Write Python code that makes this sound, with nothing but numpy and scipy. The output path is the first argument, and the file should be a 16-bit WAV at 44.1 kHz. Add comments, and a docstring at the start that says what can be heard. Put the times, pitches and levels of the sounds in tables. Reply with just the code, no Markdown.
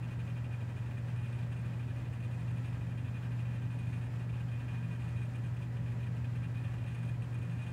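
"""Floppy drive writing

An external floppy drive writes to a disk on a desk in a small room. Low room rumble and mains hum
lie under thin motor tones and the frictional whirr of the spinning disk. The head carriage steps in
even runs, twelve times a second, broken by harder seeks and small corrections. Each move scrapes,
excites the modes of its metal frame and makes the servo sing; in some stretches fine ticks stand out."""
import sys
import numpy as np
from scipy import signal
from scipy.fft import rfft, irfft
from scipy.io import wavfile
from scipy.ndimage import uniform_filter1d

SR = 44100
rng = np.random.default_rng(int(sys.argv[2]) if len(sys.argv) > 2 else 0)


def store_wav(level_fs):
    """Save 16-bit WAV to argv[1]."""
    pcm = np.round(np.clip(np.atleast_2d(level_fs), -1, 1) * 32767)
    wavfile.write(sys.argv[1], SR, pcm.T.astype(np.int16))


N = 340452
T = np.arange(N) / SR
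FREQ = np.maximum(np.arange(N // 2 + 1) * SR / N, 1)


def undb(db):
    """Amplitude ratio of a level in decibels."""
    return 10 ** (np.asarray(db) / 20)


def white_noise():
    """Gaussian noise with a flat spectral density of 0 dB per Hz."""
    return rng.standard_normal(N) * np.sqrt(SR / 2)


def drift(rate_hz):
    """Slow random modulation of unit variance: held values, smoothed twice."""
    hold = max(int(SR / rate_hz), 1)
    held = rng.standard_normal(N)[np.arange(N) // hold]
    smooth = uniform_filter1d(uniform_filter1d(held, hold), hold)
    return smooth / smooth.std()


def colour(x, spectrum, peaks):
    """Spectral shaping: a smooth envelope with Lorentzian resonance peaks on top."""
    hz, db = np.transpose(spectrum)
    gain_db = np.interp(np.log(FREQ), np.log(hz), db)
    gain_db += sum(lift / (1 + (2 * (FREQ - f) / width) ** 2) for f, width, lift in peaks)
    return irfft(rfft(x) * undb(gain_db), N)


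def ring(x, modes, reach):
    """Modal superposition: each damped mode radiates through a band of relative width `reach`."""
    def band(f, width):
        return 1 / (1 + 1j * (FREQ ** 2 - f ** 2) / (FREQ * width))
    response = sum(undb(db) * band(f, width) * band(f, reach * f) for f, width, db in modes)
    return irfft(rfft(x) * response, N)


def reverberate(x, t60_s, wet_db):
    """Reverberation: dense reflections from desk and walls decay exponentially."""
    t = T[:SR // 3]
    tail = rng.standard_normal(len(t)) * undb(-60 * t / t60_s) * (t > .003)
    return x + undb(wet_db) * signal.fftconvolve(x, tail / np.linalg.norm(tail))[:N]


# Spectral envelope of the rumble: frequency_hz, density_db
RUMBLE_SPECTRUM = [(10, -112), (22, -99), (32, -88), (45, -82.5), (65, -69.5), (105, -65.5), (148, -69.5),
                   (185, -71), (240, -76.5), (330, -83.5), (520, -86.5), (900, -100), (2000, -125)]
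# Standing waves of the room: frequency_hz, bandwidth_hz, lift_db
ROOM_RESONANCES = [(67, 23, 1.9), (98.4, 9.7, 7.2), (136.7, 9.8, 2.4), (165.8, 9.4, 11.8),
                   (229.7, 3.7, 6.8), (263, 5.6, 4.1), (319, 7.4, 3.4)]

def room_rumble():
    """Standing waves reinforce low broadband noise at the room's natural frequencies."""
    return colour(white_noise(), RUMBLE_SPECTRUM, ROOM_RESONANCES)


# Harmonics of the hum, from the fundamental up: level_db
HUM_HARMONICS = [-38, -66, -73.5]

def mains_hum(pitch_hz, waver_db):
    """Periodic vibration at twice the mains frequency gives a nearly steady harmonic series."""
    tones = sum(undb(db) * np.sin(2 * np.pi * (k * pitch_hz * T + rng.random()))
                for k, db in enumerate(HUM_HARMONICS, 1))
    return np.sqrt(2) * tones * undb(waver_db * drift(3.97))


# Partials of the motor: pitch_hz, level_db
MOTOR_PARTIALS = [(259.3, -62), (505, -78.5), (890, -77), (960, -78.5), (969, -74.5), (1019, -79),
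                  (1297.5, -77.5), (1418, -89), (1589, -77.5), (1730, -79.5), (1801, -81.5), (1947, -75),
                  (2260, -91), (4544, -94)]

def motor_whine(wow, waver_db):
    """Frequency modulation: speed drift bends all partials together; each wavers in level alone."""
    shaft_time = T + wow * np.cumsum(drift(4)) / SR
    tones = sum(undb(db + waver_db * drift(6)) * np.sin(2 * np.pi * (hz * shaft_time + rng.random()))
                for hz, db in MOTOR_PARTIALS)
    return np.sqrt(2) * tones


# Spectral envelope of the disk rubbing in its jacket: frequency_hz, density_db
WHIRR_SPECTRUM = [(200, -105), (600, -91.5), (900, -93), (1450, -94), (1900, -95), (2150, -96.5),
                  (2800, -100), (3500, -105), (5600, -111), (8200, -112.5), (10500, -118.5),
                  (13500, -121.5)]
# Resonances of the case: frequency_hz, bandwidth_hz, lift_db
CASE_RESONANCES = [(564, 23, 9.1), (617, 23, 4.5), (730, 110, 2.8), (845, 12, 5.5), (912, 37, 6),
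                   (974, 26, 3.4), (1130, 21, 2.9), (1298, 30, 5.6), (1605, 41, 8.6), (1740, 20, 6.2),
                   (1840, 21, 6.4), (1905, 30, 5), (2460, 86, 4.4), (2560, 56, 4.5), (3130, 51, 3.5),
                   (5120, 110, 2.5), (7160, 180, 6)]

def disk_whirr(turn_hz, swell_db, flicker_db):
    """Sliding friction: the disk brushes its liner, a little harder once in each turn."""
    rub_db = swell_db * np.sin(2 * np.pi * turn_hz * T) + flicker_db * drift(25)
    return colour(white_noise() * undb(rub_db), WHIRR_SPECTRUM, CASE_RESONANCES)


# Runs of even head steps: start_s, end_s, strength_db, step_length_s
STEP_RUNS = [(0.024, 0.89, 1, 0.025), (1.076, 1.37, 1, 0.055), (1.562, 1.69, 1.5, 0.053),
             (1.794, 2.17, 0, .045), (2.226, 3.43, 0.5, 0.037), (3.452, 3.91, 1.5, 0.056),
             (4.515, 4.72, 2, .075), (4.743, 5.20, 2, .072), (6.555, 6.70, 3.5, .08),
             (6.779, 7.06, 2, .072), (7.413, 7.70, 1.5, 0.073)]
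# Single harder seeks: start_s, strength_db, length_s
SINGLE_SEEKS = [(0.111, 2.5, 0.02), (0.528, 2, .04), (0.765, 2.5, .033), (0.969, 3.5, 0.019),
                (1.386, 1.5, .022), (1.425, 1.5, .008), (1.524, 1, 0.007), (2.225, 2.5, .025),
                (2.646, 3.5, 0.044), (3.165, 4.5, 0.011), (3.926, 3.5, 0.06), (4.011, 1.5, .05),
                (4.194, 2, 0.06), (4.328, 1, 0.054), (4.403, 2, 0.0074), (4.681, 3.5, .075),
                (5.215, 2.5, 0.049), (5.346, 2.5, .018), (5.435, 0.5, .06), (5.615, 3, 0.024),
                (5.860, -0.5, 0.055), (6.025, 1.5, .022), (6.064, 1.5, 0.011), (6.243, 2.5, .012),
                (6.351, 3, 0.02), (6.428, 3.5, 0.032), (7.086, 2, .022), (7.22, 2.5, 0.024),
                (7.341, 3.5, 0.015), (7.619, 3.5, 0.024)]

def head_moves(period_s, scatter_db):
    """Periodic steps of slightly unequal strength, plus isolated seeks, as (start_s, db, length_s)."""
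    deviations = rng.standard_normal(size=(len(STEP_RUNS), 40))
    steps = [(start, db + scatter_db * deviation, length)
             for (first, end, db, length), row in zip(STEP_RUNS, deviations)
             for start, deviation in zip(np.arange(first, end, period_s), row)]
    return steps + SINGLE_SEEKS


def corrections(rate_hz, strength_db, scatter_db, length_s):
    """A jittered pulse train: one brief move at a random moment in each slot of time."""
    slots = 400
    starts = (np.arange(slots) + rng.random(size=slots)) / rate_hz
    strengths = strength_db + scatter_db * rng.standard_normal(size=slots)
    return [(start, db, length_s) for start, db in zip(starts, strengths) if start < T[-1]]


def stroke(length_s, rise_s=.00053, coast_s=.061, brake_s=.0058):
    """Damped motion: the speed of one move rises sharply, decays, and is braked after length_s."""
    t = T[:SR // 5]
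    rise = 1 - np.exp(-t / rise_s)
    return rise * np.exp(-t / coast_s - np.maximum(t - length_s, 0) / brake_s)


def carriage_motion(moves, creep_db, flutter_hz, flutter_db):
    """Kinematics: a fluttering speed set by the fastest move or by creep, and an impulse at each start."""
    speed = np.full(N + SR, undb(creep_db))
    jerks = np.zeros(N + SR)
    for start_s, db, length_s in moves:
        onset = int(start_s * SR)
        move_speed = undb(db) * stroke(length_s)
        span = slice(onset, onset + len(move_speed))
        speed[span] = np.maximum(speed[span], move_speed)
        jerks[onset] = undb(db)
    flutter = undb(flutter_db * np.cos(2 * np.pi * flutter_hz * T))
    return speed[:N] * flutter, jerks[:N]


# Stretches of stronger ticking: start_s, end_s, gain_db
TICK_SPELLS = [(1.17, 1.70, -3.5), (2.10, 2.76, -3.5), (3.70, 4.10, -2.5), (4.95, 5.53, -2),
               (6.87, 7.9, -2.5)]
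# High modes of the head: frequency_hz, bandwidth_hz, gain_db
HEAD_MODES = [(6520, 150, -2), (8100, 65, 3), (8200, 130, -3), (9290, 170, 1.5), (9630, 120, -5)]

def head_ticks(speed, gain_db, idle, tick_hz, decay_periods, rest_db=-14.5, fade_s=.1):
    """Pulsed excitation: fine, even noise bursts ring the head, more strongly while it travels."""
    spell_db = rest_db
    for start, end, db in TICK_SPELLS:
        inside_s = np.minimum(T - start, end - T)
        spell_db += (db - rest_db) * np.clip(inside_s / fade_s + .5, 0, 1)
    ticks = np.exp(-(tick_hz * T % 1) / decay_periods)
    force = (speed + idle) * ticks * undb(gain_db + spell_db)
    return ring(white_noise() * force, HEAD_MODES, reach=.12)


def servo_tone(speed, gain_db, exponent, waver_db, pitch_hz, wander_hz):
    """Servo hunting: a tone wanders about one pitch, its amplitude a power law of the speed."""
    amplitude = speed ** exponent * undb(gain_db + waver_db * drift(30))
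    phase = 2 * np.pi * np.cumsum(pitch_hz + wander_hz * drift(70)) / SR
    return amplitude * np.sqrt(2) * np.sin(phase)


# Modes of the carriage's metal frame: frequency_hz, bandwidth_hz, gain_db
CARRIAGE_MODES = [(667, 42, -22), (1185, 120, -11), (1577, 60, -7.5), (1706, 53, -6.5), (1790, 73, -10),
                  (2398, 49, -6.5), (2595, 99, -14.5), (2676, 59, -6.5), (2755, 47, -11.5), (2880, 40, -13),
                  (3123, 46, -10), (3400, 44, -16), (3480, 44, -16), (3756, 72, -19), (6560, 170, -27.5),
                  (8200, 310, -33), (8600, 160, -26), (9050, 83, -29), (9170, 120, -27), (9800, 120, -28.5),
                  (11670, 120, -31)]

def carriage_scrape(speed, jerks, scrape_db, jerk_db, grain_db):
    """Forced vibration: starting impulses and gritty friction, growing with speed, ring the frame."""
    friction = white_noise() * undb(grain_db * drift(900))
    friction *= np.sqrt(SR / 2) / friction.std()
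    force = undb(scrape_db) * speed * friction + undb(jerk_db) * jerks
    return ring(force, CARRIAGE_MODES, reach=.29)


def scene():
    """Superposition in one channel: the nearby drive and its reflections over the room's rumble."""
    moves = head_moves(period_s=.0832, scatter_db=1.0)
    moves += corrections(rate_hz=9, strength_db=-.5, scatter_db=1.5, length_s=.0097)
    speed, jerks = carriage_motion(moves, creep_db=-18.5, flutter_hz=29.485, flutter_db=1.45)
    head = carriage_scrape(speed, jerks, scrape_db=-80.5, jerk_db=-19.5, grain_db=1.5)
    head += servo_tone(speed, gain_db=-62.5, exponent=1.24, waver_db=1.5, pitch_hz=2457, wander_hz=12)
    head += head_ticks(speed, gain_db=-96.7, idle=.12, tick_hz=47.8, decay_periods=.46)
    whirr = disk_whirr(turn_hz=11.0, swell_db=.13, flicker_db=.7)
    drive = reverberate(head, t60_s=.14, wet_db=-11.0) + reverberate(whirr, t60_s=.23, wet_db=-10.5)
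    tones = mains_hum(pitch_hz=119.56, waver_db=.76) + motor_whine(wow=.0005, waver_db=1.5)
    return (drive + tones + room_rumble())[None]


def record(dry):
    """Band limiting: a steep elliptic low-pass removes the highest treble."""
    cutoff_hz = 15730
    return signal.sosfilt(signal.ellip(12, .1, 80, cutoff_hz, fs=SR, output="sos"), dry)


dry = scene()
out = record(dry)
store_wav(out)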